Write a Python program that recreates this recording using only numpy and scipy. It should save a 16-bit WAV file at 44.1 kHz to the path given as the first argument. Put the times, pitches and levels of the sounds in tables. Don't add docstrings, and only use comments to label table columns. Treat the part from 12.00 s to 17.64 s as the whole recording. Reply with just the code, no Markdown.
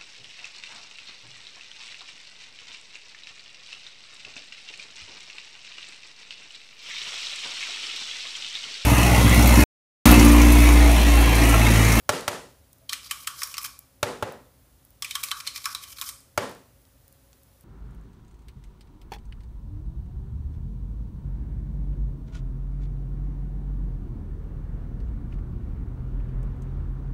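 import sys
import numpy as np
from scipy import signal
from scipy.fft import rfft, irfft, next_fast_len
from scipy.io import wavfile
from scipy.ndimage import map_coordinates

SR = 44100
rng = np.random.default_rng(int(sys.argv[2]) if len(sys.argv) > 2 else 0)


def to_wav(s):
    ch = np.atleast_2d(s).T
    pcm = np.round(np.clip(ch, -1, 1) * 32767)
    wavfile.write(sys.argv[1], SR, pcm.astype(np.int16))


def linear_from_db(decibels):
    return 10 ** (np.asarray(decibels, float) / 20)


N = 248724
BLOW_DELAY_S = 0.0006


def unit(x):
    return x / np.sqrt(np.mean(x ** 2) + 1e-20)


def peak(x):
    return x / np.abs(x).max()


def along(points, hz):
    f, v = np.transpose(points)
    return np.interp(np.log(hz + 1), np.log(f + 1), v)


def add(track, s, x):
    part = track[round(s * SR):][:len(x)]
    part += x[:len(part)]


def filtered(x, response):
    m = next_fast_len(len(x) + 4096)
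    return irfft(rfft(x, m) * response(np.fft.rfftfreq(m, 1 / SR)), m)[:len(x)]


def band(lo_hz, hi_hz):
    def response(f):
        high_pass = (1j * f / lo_hz / (1 + 1j * f / lo_hz)) ** 2
        return high_pass / (1 + 1j * f / hi_hz) ** 2
    return response


def bell(centre_hz, width_hz):
    return lambda f: 1 / (1 + ((f - centre_hz) / width_hz) ** 2)


def resonances(peaks, scatter_db=0):
    gains = linear_from_db(scatter_db * rng.standard_normal(len(peaks)))

    def response(f):
        total = 0
        for k, (hz, width, db) in enumerate(peaks):
            mode = 1j * f * width / (hz * hz - f * f + 1j * f * width)
            total = total + (-1) ** k * gains[k] * linear_from_db(db) * mode
        return total
    return response


def burst(t60, rise, hard_db=6, hard_t60=0.011):
    t = np.arange(SR // 10) / SR
    grit = rng.standard_normal(len(t)) * linear_from_db(2 * rng.exponential(size=len(t)))
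    rattle = linear_from_db(-60 * t / t60)
    hard_touch = linear_from_db(hard_db - 60 * t / hard_t60)
    return grit * (rattle + hard_touch) * (1 - np.exp(-t / rise))


# pitch in Hz, time to fall by 60 dB in seconds.
ROOM_DECAY = [(100, 0.55), (400, 0.46), (1500, 0.41), (5000, 0.46), (10000, 0.49), (16000, 0.23)]


def room(blow, tone, swell):
    hz, t, z = signal.stft(rng.standard_normal(SR * 2 // 3), SR, nperseg=768)
    decay = linear_from_db(-60 * t / along(ROOM_DECAY, hz)[:, None])
    shape = np.abs(tone(hz))[:, None] * decay * (1 - np.exp(-(t / swell) ** 2))
    tail = signal.istft(z * shape, SR, nperseg=768)[1]
    return tail * np.linalg.norm(blow) / np.linalg.norm(tail)


# pitch in Hz, level in dB per Hz.
FLOOR = [(15, -41), (25, -12), (53, 10.5), (114, 0.5), (150, -7), (358, -14), (410, -15), (538, -14.5),
         (1030, -20), (1220, -20.5), (1680, -22.5), (2330, -24.5), (13300, -26), (15200, -19.5),
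         (16500, -53)]
# pitch in Hz, level in dB rms, width in Hz.
HUM = [
    (65, -74, 15),
    (127, -69, 8),
    (267.4, -74, 8),
    (548, -75.5, 8),
    (10500, -75.5, 600),
    (13800, -75, 1300),
]


def background():
    out = linear_from_db(-57) * unit(filtered(rng.standard_normal(N), lambda f: linear_from_db(along(FLOOR, f))))
    for hz, db, width in HUM:
        out += linear_from_db(db) * unit(filtered(rng.standard_normal(N), bell(hz, width)))
    return out


# start in seconds, stop in seconds, pitch in Hz, level in dB.
CREAK = (0.73, 0.88, 652.5, -72)


def creak():
    start, stop, hz, db = CREAK
    t = np.arange(N) / SR
    squeak = unit(filtered(rng.standard_normal(N), bell(hz, 15)))
    return linear_from_db(db) * squeak * np.sin(np.pi * np.clip((t - start) / (stop - start), 0, 1))


# start in seconds, peak in dB, low part in dB.
TICKS = [(0.2086, -29.5, -0.5), (0.7304, -36, -16), (0.7831, -44, -22.5), (1.4731, -24, -20),
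         (1.6322, -20.5, -27), (1.7906, -23.5, -20.5), (2.3226, -31.5, -18), (2.8504, -35, -31),
         (2.9056, -41, -25), (3.436, -73, 13), (4.2046, -37.5, -25), (4.4941, -35, -20), (4.5123, -37, -18),
         (4.5497, -39.5, -14), (4.817, -45, -18), (4.8524, -54.5, 3), (5.08, -34.5, -23),
         (5.1259, -37.5, -25), (5.33, -51, 6), (5.3377, -52.5, -4), (5.4331, -41.5, -22.5),
         (5.6093, -37, -27)]


def ticks():
    out = np.zeros(N)
    bright = lambda f: band(8500, 30000)(f) ** 3
    low = lambda f: band(3500, 6000)(f) ** 2
    for s, db, low_db in TICKS:
        snap = burst(0.011, 0.0001, hard_db=-4.5, hard_t60=0.0074)
        blow = linear_from_db(db) * (peak(filtered(snap, bright)) + linear_from_db(low_db) * peak(filtered(snap, low)))
        add(out, s, blow)
        add(out, s, linear_from_db(-18) * room(blow, bright, swell=0.009))
    return out


# pitch in Hz, width in Hz, level in dB.
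WALLS = [(2410, 240, -7), (3060, 67, -1.5), (3900, 1100, -24), (4700, 89, -23.5), (5220, 260, -15),
         (6750, 144, -41.5), (7850, 540, -22.5)]
# pitch in Hz, width in Hz, level in dB.
CAVITY = [(1138, 51, 14), (1320, 52, -9), (1274, 76, 5), (1576, 320, -1.5)]
# start in seconds, stop in seconds, rasp in dB, fizz above the rasp in dB.
STROKES = [(0.89, 0.899, -41.5, -5), (0.900, 0.929, -41, -4.5), (1.02, 1.073, -44.5, -2),
           (1.088, 1.127, -44.5, -1.5), (1.16, 1.235, -48.5, 3), (1.269, 1.272, -43.5, 7.5),
           (1.346, 1.426, -41, 1), (1.438, 1.53, -47.5, 1.5), (1.599, 1.663, -40.5, 5),
           (3.076, 3.115, -47, 1), (3.138, 3.16, -40.5, -1), (3.175, 3.217, -56, 12), (3.252, 3.3, -52, -4),
           (3.342, 3.408, -45.5, 1.5), (3.439, 3.482, -44, -2.5), (3.535, 3.579, -42.5, 1),
           (3.598, 3.682, -50, 6), (3.677, 3.731, -43, 0.5), (3.806, 3.842, -47.5, 3.5),
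           (3.857, 3.93, -49, 5), (3.958, 4.002, -45.5, 2), (4.023, 4.091, -38, 1)]


def bristles():
    out, cavity = np.zeros(N), resonances(CAVITY)
    for start, stop, rasp_db, fizz_db in STROKES:
        length = stop - start
        centre_hz = 4120 + 15300 * length
        t = np.arange(round((length + 0.03) * SR)) / SR
        flicks = rng.standard_normal(SR // 6) * linear_from_db(1.8 * rng.exponential(size=SR // 6))
        flicks = flicks[:len(t)]
        places = np.meshgrid([0, 1], np.arange(len(t)) / 250, indexing="ij")
        clumps = map_coordinates(rng.standard_normal((2, 40)), places)
        swell = np.minimum(t / length, 1) ** 0.68
        drag = swell * linear_from_db(-60 * np.maximum(t - length, 0) / 0.04)
        walls, rasp = resonances(WALLS, scatter_db=7.5), resonances([(centre_hz, 1500, 0)])
        housing = lambda f: rasp(f) + 0.68 * walls(f) + 0.37 * cavity(f)
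        body = unit(filtered(flicks, lambda f: housing(f) * band(900, 9000)(f) ** 2))
        fizz = unit(filtered(flicks, lambda f: band(6000, 25000)(f) ** 2))
        body_gain = linear_from_db(rasp_db + 4.6 * clumps[0])
        fizz_gain = linear_from_db(rasp_db + fizz_db + 0.87 * clumps.sum(axis=0))
        add(out, start, drag * (body_gain * body + fizz_gain * fizz))
    tail = room(np.ones(1), np.ones_like, swell=0.011)
    return out + linear_from_db(-10.5) * signal.fftconvolve(out, tail)[:N]


# start in seconds, peak in dB, cavity in dB, treble in dB,
# pitch of the wall ringing most in Hz.
CLACKS = [(0.8934, -13.5, -21.5, -15, 3950), (0.9247, -20, -5.5, -24, 4000),
          (0.9303, -8.5, -47, -21.5, 3060), (1.11, -13.5, -8, -1, 3080), (1.272, -15.5, -4, -1, 3130),
          (1.4177, -18.5, -3, -21, 2352), (1.4317, -15.5, -10, 3, 5550), (1.5799, -12.5, -7.5, -5.5, 5240),
          (1.646, -25.5, 2.5, 5.5, 4585), (3.0218, -12.5, -15.5, -15, 3250), (3.0452, -17, -24, -24, 2460),
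          (3.1085, -16.5, -27, -14.5, 3720), (3.1529, -12, -10.5, -7, 3200), (3.2308, -22, -4, -6.5, 3814),
          (3.2348, -20.5, -26, 9.5, 2600), (3.3134, -11.5, -7.5, -27, 3900), (3.467, -19, -11, -16.5, 3630),
          (3.4721, -14, -27, -34, 4200), (3.5591, -23, -32, -10.5, 4000), (3.655, -9, -7.5, -17, 5340),
          (3.7476, -14.5, -10.5, -31.5, 3900), (4.0125, -19, -9.5, 5.5, 3940),
          (4.0195, -22.5, -3, -6, 2400), (4.0891, -24.5, -11, 7, 8200)]
# start in seconds, peak in dB, pitch of that wall in Hz.
GRAZES = [(1.2445, -36, 2220), (1.5403, -22.5, 2760), (1.5682, -24, 4390), (1.6625, -34, 3100),
          (3.2714, -34.5, 2350), (3.2847, -25, 4560), (3.3084, -24, 2570), (3.4012, -28, 2350),
          (3.5767, -27.5, 4470), (3.6024, -37, 5400), (3.6414, -24.5, 4020), (3.8372, -27, 3040),
          (3.8764, -38, 4400), (3.9604, -43, 5150), (3.9836, -26, 4160)]


def clacks():
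    out = np.zeros(N)
    clack_t60, graze_t60 = 0.054, 0.064
    graze_cavity_db, graze_treble_db = -10, -13
    hits = [(*row, clack_t60) for row in CLACKS]
    hits += [(s, db, graze_cavity_db, graze_treble_db, hz, graze_t60) for s, db, hz in GRAZES]
    for s, db, cavity_db, treble_db, wall_hz, t60 in sorted(hits):
        contact = burst(t60, 0.00018, hard_db=5, hard_t60=0.013)
        walls, struck = resonances(WALLS, scatter_db=3), resonances([(wall_hz, 300, 0)])
        cavity = resonances(CAVITY, scatter_db=2)
        parts = [lambda f: walls(f) + struck(f) + 0.36 * band(1800, 8000)(f),
                 lambda f: cavity(f) * band(800, 4000)(f),
                 band(4100, 22000)]
        levels = linear_from_db([db, db + cavity_db, db + treble_db - 2])
        gains = [level / np.abs(filtered(contact, part)).max() for level, part in zip(levels, parts)]

        def tone(f):
            mix = sum(gain * part(f) for gain, part in zip(gains, parts))
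            return mix * band(800, 60000)(f) ** 2

        room_tone = lambda f: np.abs(tone(f)) + 0.5 * gains[1] * np.abs(parts[1](f))
        blow = filtered(contact, tone)
        add(out, s + BLOW_DELAY_S, blow)
        add(out, s, linear_from_db(-7.5) * room(blow, room_tone, swell=0.0044))
    return out


# start in seconds, peak in dB, edge crack in dB.
KNOCKS = [
    (0.091, -8.5, -13),
    (0.278, -13, -12),
    (2.028, -10.5, -15.5),
    (2.224, -16, -20),
    (4.375, -12.5, -16),
]
# pitch in Hz, level in dB, time to fall by 60 dB in seconds.
STRUCK = [(237, -3, 0.03), (383.3, -18, 0.2), (452, -4.5, 0.035), (589, 3, 0.063), (715, -11, 0.075),
          (860, -2, 0.057), (1124, 2.5, 0.032), (1365, 7, 0.024), (1655, -3.5, 0.043), (2252, -0.5, 0.029),
          (2857, -12, 0.046)]
# pitch in Hz, level in dB, time to fall by 60 dB in seconds.
BENCH = [(103.4, 6, 0.067), (78, -5, 0.045)]
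# pitch in Hz, level in dB per Hz.
KNOCK_TONE = [(71, -33.5), (120, -0.5), (209, -4), (370, -6), (410, 0), (874, -7.5), (1900, -8),
              (2110, -12.5), (9990, -27), (14700, -34.5), (16000, -48)]
# pitch in Hz, width in Hz, level in dB.
BOOM = [(260, 30, 1.5), (385, 30, 0.5), (486, 35, 3), (589, 40, 2.5), (710, 72, -3), (865, 71, 4),
        (1024, 70, 2), (1140, 70, 0.5), (1324, 70, 0)]


def knocks():
    out, t = np.zeros(N), np.arange(SR // 5) / SR
    for s, db, crack_db in KNOCKS:
        edge_db = crack_db + 15
        thump_db = -13.5 - 0.7 * edge_db
        upper_db = -2 + 0.91 * edge_db
        room_db = 1.5 + 0.25 * edge_db

        ring = np.zeros(len(t))
        for k, (hz, level, t60) in enumerate(STRUCK):
            scatter_db = rng.normal(0, 1.5)
            fade = linear_from_db(level + scatter_db + upper_db * (hz > 1000) - 60 * t / t60)
            ring += fade * np.sin(2 * np.pi * hz * t + 0.4 * scatter_db * k)
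        shell = peak(ring * (1 - np.exp(-(t / 0.0011) ** 2)))
        crack = peak(filtered(burst(0.059, 0.0006), band(1400, 7300)))
        add(shell, 0, linear_from_db(crack_db + 14.5) * crack)
        small_modes = peak(filtered(burst(0.075, 0.0013, hard_db=-23.5), band(353, 2100)))
        add(shell, 0, linear_from_db(-8) * small_modes)

        thump = sum(linear_from_db(level - 60 * t / t60) * np.sin(2 * np.pi * hz * t) for hz, level, t60 in BENCH)
        thump = thump * (1 - np.exp(-t / 0.0053))
        add(out, s + BLOW_DELAY_S, linear_from_db(db) * (shell + linear_from_db(thump_db) * thump))

        def tone(f):
            treble_db = 1.6 * (crack_db + 19) / (1 + (2500 / (f + 1)) ** 2)
            return linear_from_db(along(KNOCK_TONE, f) + treble_db)

        tail = room(shell, tone, swell=0.035)
        boom = resonances(BOOM, scatter_db=1.5)
        tail = filtered(tail, lambda f: 0.85 + np.abs(boom(f)))
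        add(out, s, linear_from_db(db + room_db - 9) * tail)
    return out


def scene():
    return (knocks() + clacks() + bristles() + ticks() + creak() + background())[None]


def roll_off(x):
    return signal.sosfilt(signal.butter(12, 16640, fs=SR, output="sos"), x)


def record(dry):
    def colour(f):
        shelf = np.where(f < 15380, 1, linear_from_db(-32))
        return band(52, 60000)(f) * shelf * (f < 16600)
    mix = filtered(dry[0], colour)[None]
    return roll_off(mix)


dry = scene()
out = record(dry)
to_wav(out)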